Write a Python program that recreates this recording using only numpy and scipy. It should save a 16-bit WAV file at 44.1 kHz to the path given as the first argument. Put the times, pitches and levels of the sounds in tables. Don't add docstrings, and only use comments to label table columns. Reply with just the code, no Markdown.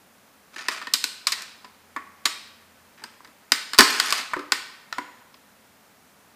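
import sys
import numpy as np
from scipy import signal
from scipy.fft import rfft, irfft, next_fast_len
from scipy.io import wavfile

SR = 44100
rng = np.random.default_rng(int(sys.argv[2]) if len(sys.argv) > 2 else 0)


def to_wav(sig):
    pcm = np.clip(np.atleast_2d(sig), -1, 1) * 32767
    pcm = np.round(pcm).astype(np.int16)
    wavfile.write(sys.argv[1], SR, pcm.T)


N = 280166
T = np.arange(N) / SR


def undb(db):
    return 10 ** (np.asarray(db) / 20)


def unit(x):
    return x / np.sqrt(np.sum(x ** 2, axis=-1, keepdims=True))


def fade(t, t60):
    return np.exp(-np.log(1000) * t / np.maximum(t60, 1e-4))


def band(x, lo_hz, hi_hz, order=4):
    edges = [lo_hz, min(max(hi_hz, lo_hz + 20), SR / 2 - 20)]
    return signal.sosfilt(signal.butter(order, edges, "band", fs=SR, output="sos"), x)


def ring(t, hz, t60):
    return np.sin(2 * np.pi * hz * t) * fade(t, t60)


def add(track, start_s, sound):
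    i = max(int(start_s * SR), 0)
    track[i:i + len(sound)] += sound[:N - i]


def coloured(points):
    hz, db = np.transpose(points)
    size = next_fast_len(N)
    f = np.maximum(np.fft.rfftfreq(size, 1 / SR), 1)
    gain = undb(np.interp(np.log(f), np.log(hz), db))
    noise = irfft(rfft(rng.standard_normal(size)) * gain, size)[:N]
    return unit(noise) * np.sqrt(N)


# f/Hz, relative level/dB
HISS_TONE = [(25, -24), (50, -17.5), (85, -8.5), (130, -9), (165, -6), (215, 0), (350, -9), (530, -6),
             (1200, -7), (2000, -10.5), (3200, -15.5), (8000, -19), (15000, -20)]

def room_hiss(level_db=-56, side_db=-18):
    middle = coloured(HISS_TONE)
    side = undb(side_db) * coloured(HISS_TONE)
    return undb(level_db) * np.array([middle + side, middle - side])


def push(start_s, hold_s, release_t60, rise_s=0.041):
    age = T - start_s
    return np.clip(age / rise_s, 0, 1) * fade(np.maximum(age - rise_s - hold_s, 0), release_t60)


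# start t/s, hold/s, level/dB
PUSHES = [(0.526, 0.051, -37.5), (0.682, 0.015, -33.5), (1.347, 0.022, -40), (2.939, .04, -56),
          (3.841, 0.3, -29.5)]
# low f/Hz, high f/Hz, relative level/dB at peak load, dB gained per dB of load
GRIND_TONE = [(200, 960, -21.5, 1), (620, 1160, -20, 1), (1110, 2700, -5, 1.12), (2400, 6400, -5.5, 1.3),
              (5600, 10000, -12.5, 1.7), (9900, 16000, -21, 2)]

def grinding(idle_per_s=120, per_s_per_load=30000, click_t60=0.0095):
    load = undb(-60.5) * push(0.44, hold_s=4.76, release_t60=3.0)
    for start_s, hold_s, db in PUSHES:
        load += undb(db) * push(start_s, hold_s, release_t60=0.42)
    clicks_per_s = idle_per_s + per_s_per_load * load
    clicks = rng.random(N) < clicks_per_s / SR
    click_fade = fade(T[:SR // 30], click_t60)
    energy = signal.oaconvolve(clicks / clicks_per_s, click_fade ** 2)[:N]
    shake = np.sqrt(np.abs(energy))
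    out = np.zeros(N)
    for lo_hz, hi_hz, db, growth in GRIND_TONE:
        gain = undb(db) * (load / load.max()) ** growth
        out += gain * unit(band(shake * rng.standard_normal(N), lo_hz, hi_hz, order=3))
    return out * np.sqrt(N) * load.max()


# f/Hz, level/dB before a lift of the high notes, fade time/s
BODY_NOTES = [(299.5, -6.5, 0.24), (1096, -17.5, 0.03), (1300, -7, 0.25), (1547, -11, 0.052),
              (1860, -4.5, 0.015), (2610, -13.5, .04), (4750, -14, 0.053), (5120, -4.5, 0.016)]

def car_body(shocks, level_db=-16):
    t = T[:SR // 2]
    notes = sum(undb(db) * unit(ring(t, hz, t60)) * np.sqrt(hz) for hz, db, t60 in BODY_NOTES)
    return undb(level_db) * signal.fftconvolve(shocks, unit(notes))[:N]


# f/Hz, fade time/s, relative level/dB
ECHO_TAIL = [(150, 0.23, -3.5), (524, 0.77, 2), (1330, 0.91, -3), (3020, 0.74, 2.5), (5040, 0.71, -3),
             (8000, .55, 1), (13050, 0.46, 1)]

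def kitchen_echo(sound, early_db=-17, early_t60=0.13, tail_db=-15, gap_s=0.0021):
    t = T[:SR]
    log_f = np.log(np.maximum(np.fft.rfftfreq(SR, 1 / SR), 1))
    centres = np.log([row[0] for row in ECHO_TAIL])
    spectrum = rfft(rng.standard_normal(SR))
    tail = np.zeros(SR)
    for (_, t60, db), this_band in zip(ECHO_TAIL, np.eye(len(ECHO_TAIL))):
        noise = irfft(spectrum * np.interp(log_f, centres, this_band), SR)
        tail += undb(db) * fade(t, t60) * noise
    early = rng.standard_normal(SR) ** 3 * fade(t, early_t60)
    echo = undb(early_db) * unit(early * (t > gap_s)) + undb(tail_db) * unit(tail * (t > 2 * gap_s))
    return signal.oaconvolve(sound, echo)[:N]


# low f/Hz, high f/Hz, fade time as a multiple of the burst's
SHELL_RANGES = [(935.5, 2200, 2.1), (2037, 3600, 1.3), (3734, 5500, 0.84), (5340, 8880, 0.79)]

def shell_bursts(events, tone, note_gains, boost_db=20, rise_s=0.00018):
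    t = T[:SR // 12]
    _, level_db, bright_db, hollow_db, t60, *notes_hz = np.transpose(events)[:, :, None]
    rise = 1 - np.exp(-t / rise_s)

    def burst(lo_hz, hi_hz, length, order=4):
        noise = rng.standard_normal((len(events), len(t))) * rise * fade(t, t60 * length)
        return unit(band(noise, lo_hz, hi_hz, order))

    parts = [burst(*row) for row in SHELL_RANGES]
    for k, hz, gain in zip((0, 2), notes_hz, note_gains):
        note = unit(rise * ring(t, hz, t60 * SHELL_RANGES[k][2]))
        parts[k] = unit(parts[k] + gain * note)
    parts[0] += undb(-19) * burst(560, 980, length=1)
    parts[-1] += undb(-7) * burst(8200, 14000, length=1.1, order=2)
    shell = sum(part * undb(db + slope * bright_db) for part, (db, slope) in zip(parts, tone))
    cavity = undb(hollow_db) * burst(230, 450, length=1.9)
    out = np.zeros(N)
    for event, sound in zip(events, undb(level_db + boost_db) * (shell + cavity)):
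        add(out, event[0], sound)
    return out


# t/s, relative level/dB, brightness/dB, hollowness/dB, burst fade time/s, note f/Hz
CLACKS = [(0.5623, -36, 2, -5, 0.021, 1687), (0.5899, -36.5, 11.5, -18, .022, 1800),
          (0.65, -50, 15, -8, 0.025, 2130), (0.7448, -39, -4, -22.5, 0.0084, 1500),
          (0.8155, -32, 2.5, -34, 0.022, 1250), (0.8232, -36.5, 8, -12.5, 0.021, 1350),
          (0.87, -29, 7, -11, 0.027, 1840), (1.6449, -39.5, 7, -10, 0.037, 1003),
          (1.963, -23.5, -7, -10.5, 0.037, 1125), (3.019, -44.5, 1, -4, .035, 874),
          (3.2053, -46, -9, -7.5, 0.0082, 990), (3.7915, -10.5, 0.5, -4.5, 0.01, 1800),
          (3.8025, -13, -4.5, -8.5, 0.014, 1000), (3.8075, -10.5, -5.5, -25.5, 0.0069, 1650),
          (3.8185, -14, 0, -12, 0.011, 1030), (4.1245, -18.5, 11, -42, 0.016, 1180),
          (4.3345, -18.5, -8.5, -30.5, 0.02, 1190), (4.3655, -30, -8, -23, 0.013, 1010),
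          (4.3921, -31.5, 3, -3, 0.035, 1320), (4.9263, -26, 8.5, -27, 0.0081, 1390),
          (4.9828, -22, -1, -12, 0.026, 992), (5.342, -51, 16, -2, 0.022, 1090)]
# level/dB, dB gained per dB of brightness
CLACK_TONE = [(2.5, 0), (-11.5, 0.96), (-12.5, 1), (-16, 0.44)]

def clacks():
    return shell_bursts(CLACKS, CLACK_TONE, note_gains=[undb(1)])


# t/s, relative level/dB, brightness/dB, hollowness/dB, burst fade time/s, low f/Hz, high f/Hz
SNAPS = [(0.6837, -17, -2.5, -15, .028, 1905, 4980), (0.9363, -12.5, 4, -27.5, 0.039, 1510, 4860),
         (1.0404, -16.5, 2, -21.5, .012, 1506, 5030), (1.2692, -13.5, 1.5, -36, .042, 1090, 3760),
         (1.3204, -17.5, 1, -27, .045, 1930, 4850), (1.4205, -38.5, 8, -23, .019, 2000, 4300),
         (2.2549, -12, .5, -21.5, .038, 1147, 3880), (3.038, -31, -1.5, -13.5, .022, 1596, 4950),
         (3.2466, -43.5, -3, -17, .028, 1097, 4870), (3.2733, -51, -1.5, 1, .022, 1010, 4910),
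         (3.5195, -8.5, 0.5, -21, .013, 1520, 4695), (3.7333, -23, -1, -20, .017, 1680, 4540),
         (3.7447, -26.5, -1.5, -28.5, .028, 1440, 5160), (3.7799, -24, .5, -18, .01, 1140, 4430),
         (3.7866, 2.5, 0, -16.5, .034, 1046, 4540), (3.807, -7.5, 3, -27.5, .009, 1710, 4550),
         (3.9992, -12, 0, -36, .011, 1800, 3920), (4.1045, -21.5, 1.5, -28, .029, 1690, 4110),
         (4.124, -22.5, 7.5, -40, .017, 1170, 5300), (4.5201, -11.5, -1, -19.5, .018, 1870, 4650)]
# level/dB, dB gained per dB of brightness
SNAP_TONE = [(-4, -2), (-5.5, -0.03), (-1, 0.75), (-5.5, 1.23)]

def snaps():
    return shell_bursts(SNAPS, SNAP_TONE, note_gains=[undb(-5.5), 0.3])


# t/s, strength from 0 to 1
HUM_SWELL = [(1.4, 0.15), (1.8, 0.8), (2.4, 0.65), (2.7, 1), (3.1, 0.25)]

def hum(hz=86, peak_db=-67):
    swell = np.interp(T, *np.transpose(HUM_SWELL))
    return undb(peak_db) * swell * np.sin(2 * np.pi * hz * T)


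# t/s, level/dB, fade time/s
PINGS = [(2.254, -26, 0.16), (4.521, -44, 0.44), (4.929, -55.5, 1.1)]

def pings(hz=6930):
    out = np.zeros(N)
    for start_s, db, t60 in PINGS:
        add(out, start_s, undb(db) * ring(T[:SR], hz, t60))
    return out


# f/Hz, relative level/dB, fade time/s
BOARD_NOTES = [(192, -13, 0.03), (294, -6, 0.24), (368, 1, 0.06), (506, -11, 0.25), (592, -5, 0.035)]
# t/s, relative level/dB, extra
# level/dB for the low thump
THUDS = [(3.79, -24.5, 16), (4.001, -49, 8), (4.128, -48, 8.5), (4.3655, -19.5, -17), (4.985, -29.5, -24)]

def thuds(thump_hz=66, thump_t60=0.015):
    out, t = np.zeros(N), T[:SR // 2]
    board = sum(undb(db) * ring(t, hz, t60) * (-1) ** k for k, (hz, db, t60) in enumerate(BOARD_NOTES))
    board = band(board, 150, 2000, order=1)
    thump = ring(t, thump_hz, thump_t60)
    for start_s, db, thump_db in THUDS:
        add(out, start_s, undb(db) * (board + undb(thump_db) * thump) / 2)
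    return out


def shards(count=22, start_s=3.86, spread_s=0.37, low_hz=3470, high_hz=11950, t60=0.016):
    out, t = np.zeros(N), T[:SR // 30]
    for when, size, *pitches in rng.random((count, 4)):
        tick = sum(ring(t, low_hz * (high_hz / low_hz) ** pitch, t60) for pitch in pitches)
        level_db = -16 + 6 * size
        add(out, start_s + spread_s * when, undb(level_db) * unit(tick))
    return out


def scene(directions=4, side_db=-23, treble_side_db=-25):
    cracks = [snaps() + clacks() for _ in range(directions)]
    grit = grinding() + shards()
    shared = grit + car_body(cracks[0] + grit) + thuds()
    echoes = [kitchen_echo(crack + shared) for crack in cracks]
    middle = cracks[0] + shared + pings() + sum(echoes) + hum()
    side = undb(side_db) * (echoes[0] - echoes[1])
    side += undb(treble_side_db) * band(cracks[1] + echoes[2], 8000, 16000, order=1)
    return np.array([middle + side, middle - side]) + room_hiss()


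def record(dry, top_hz=15200):
    treble_cut = signal.ellip(10, 0.1, 70, top_hz, fs=SR, output="sos")
    return signal.sosfilt(treble_cut, np.clip(dry, -1, 1))


dry = scene()
out = record(dry)
to_wav(out)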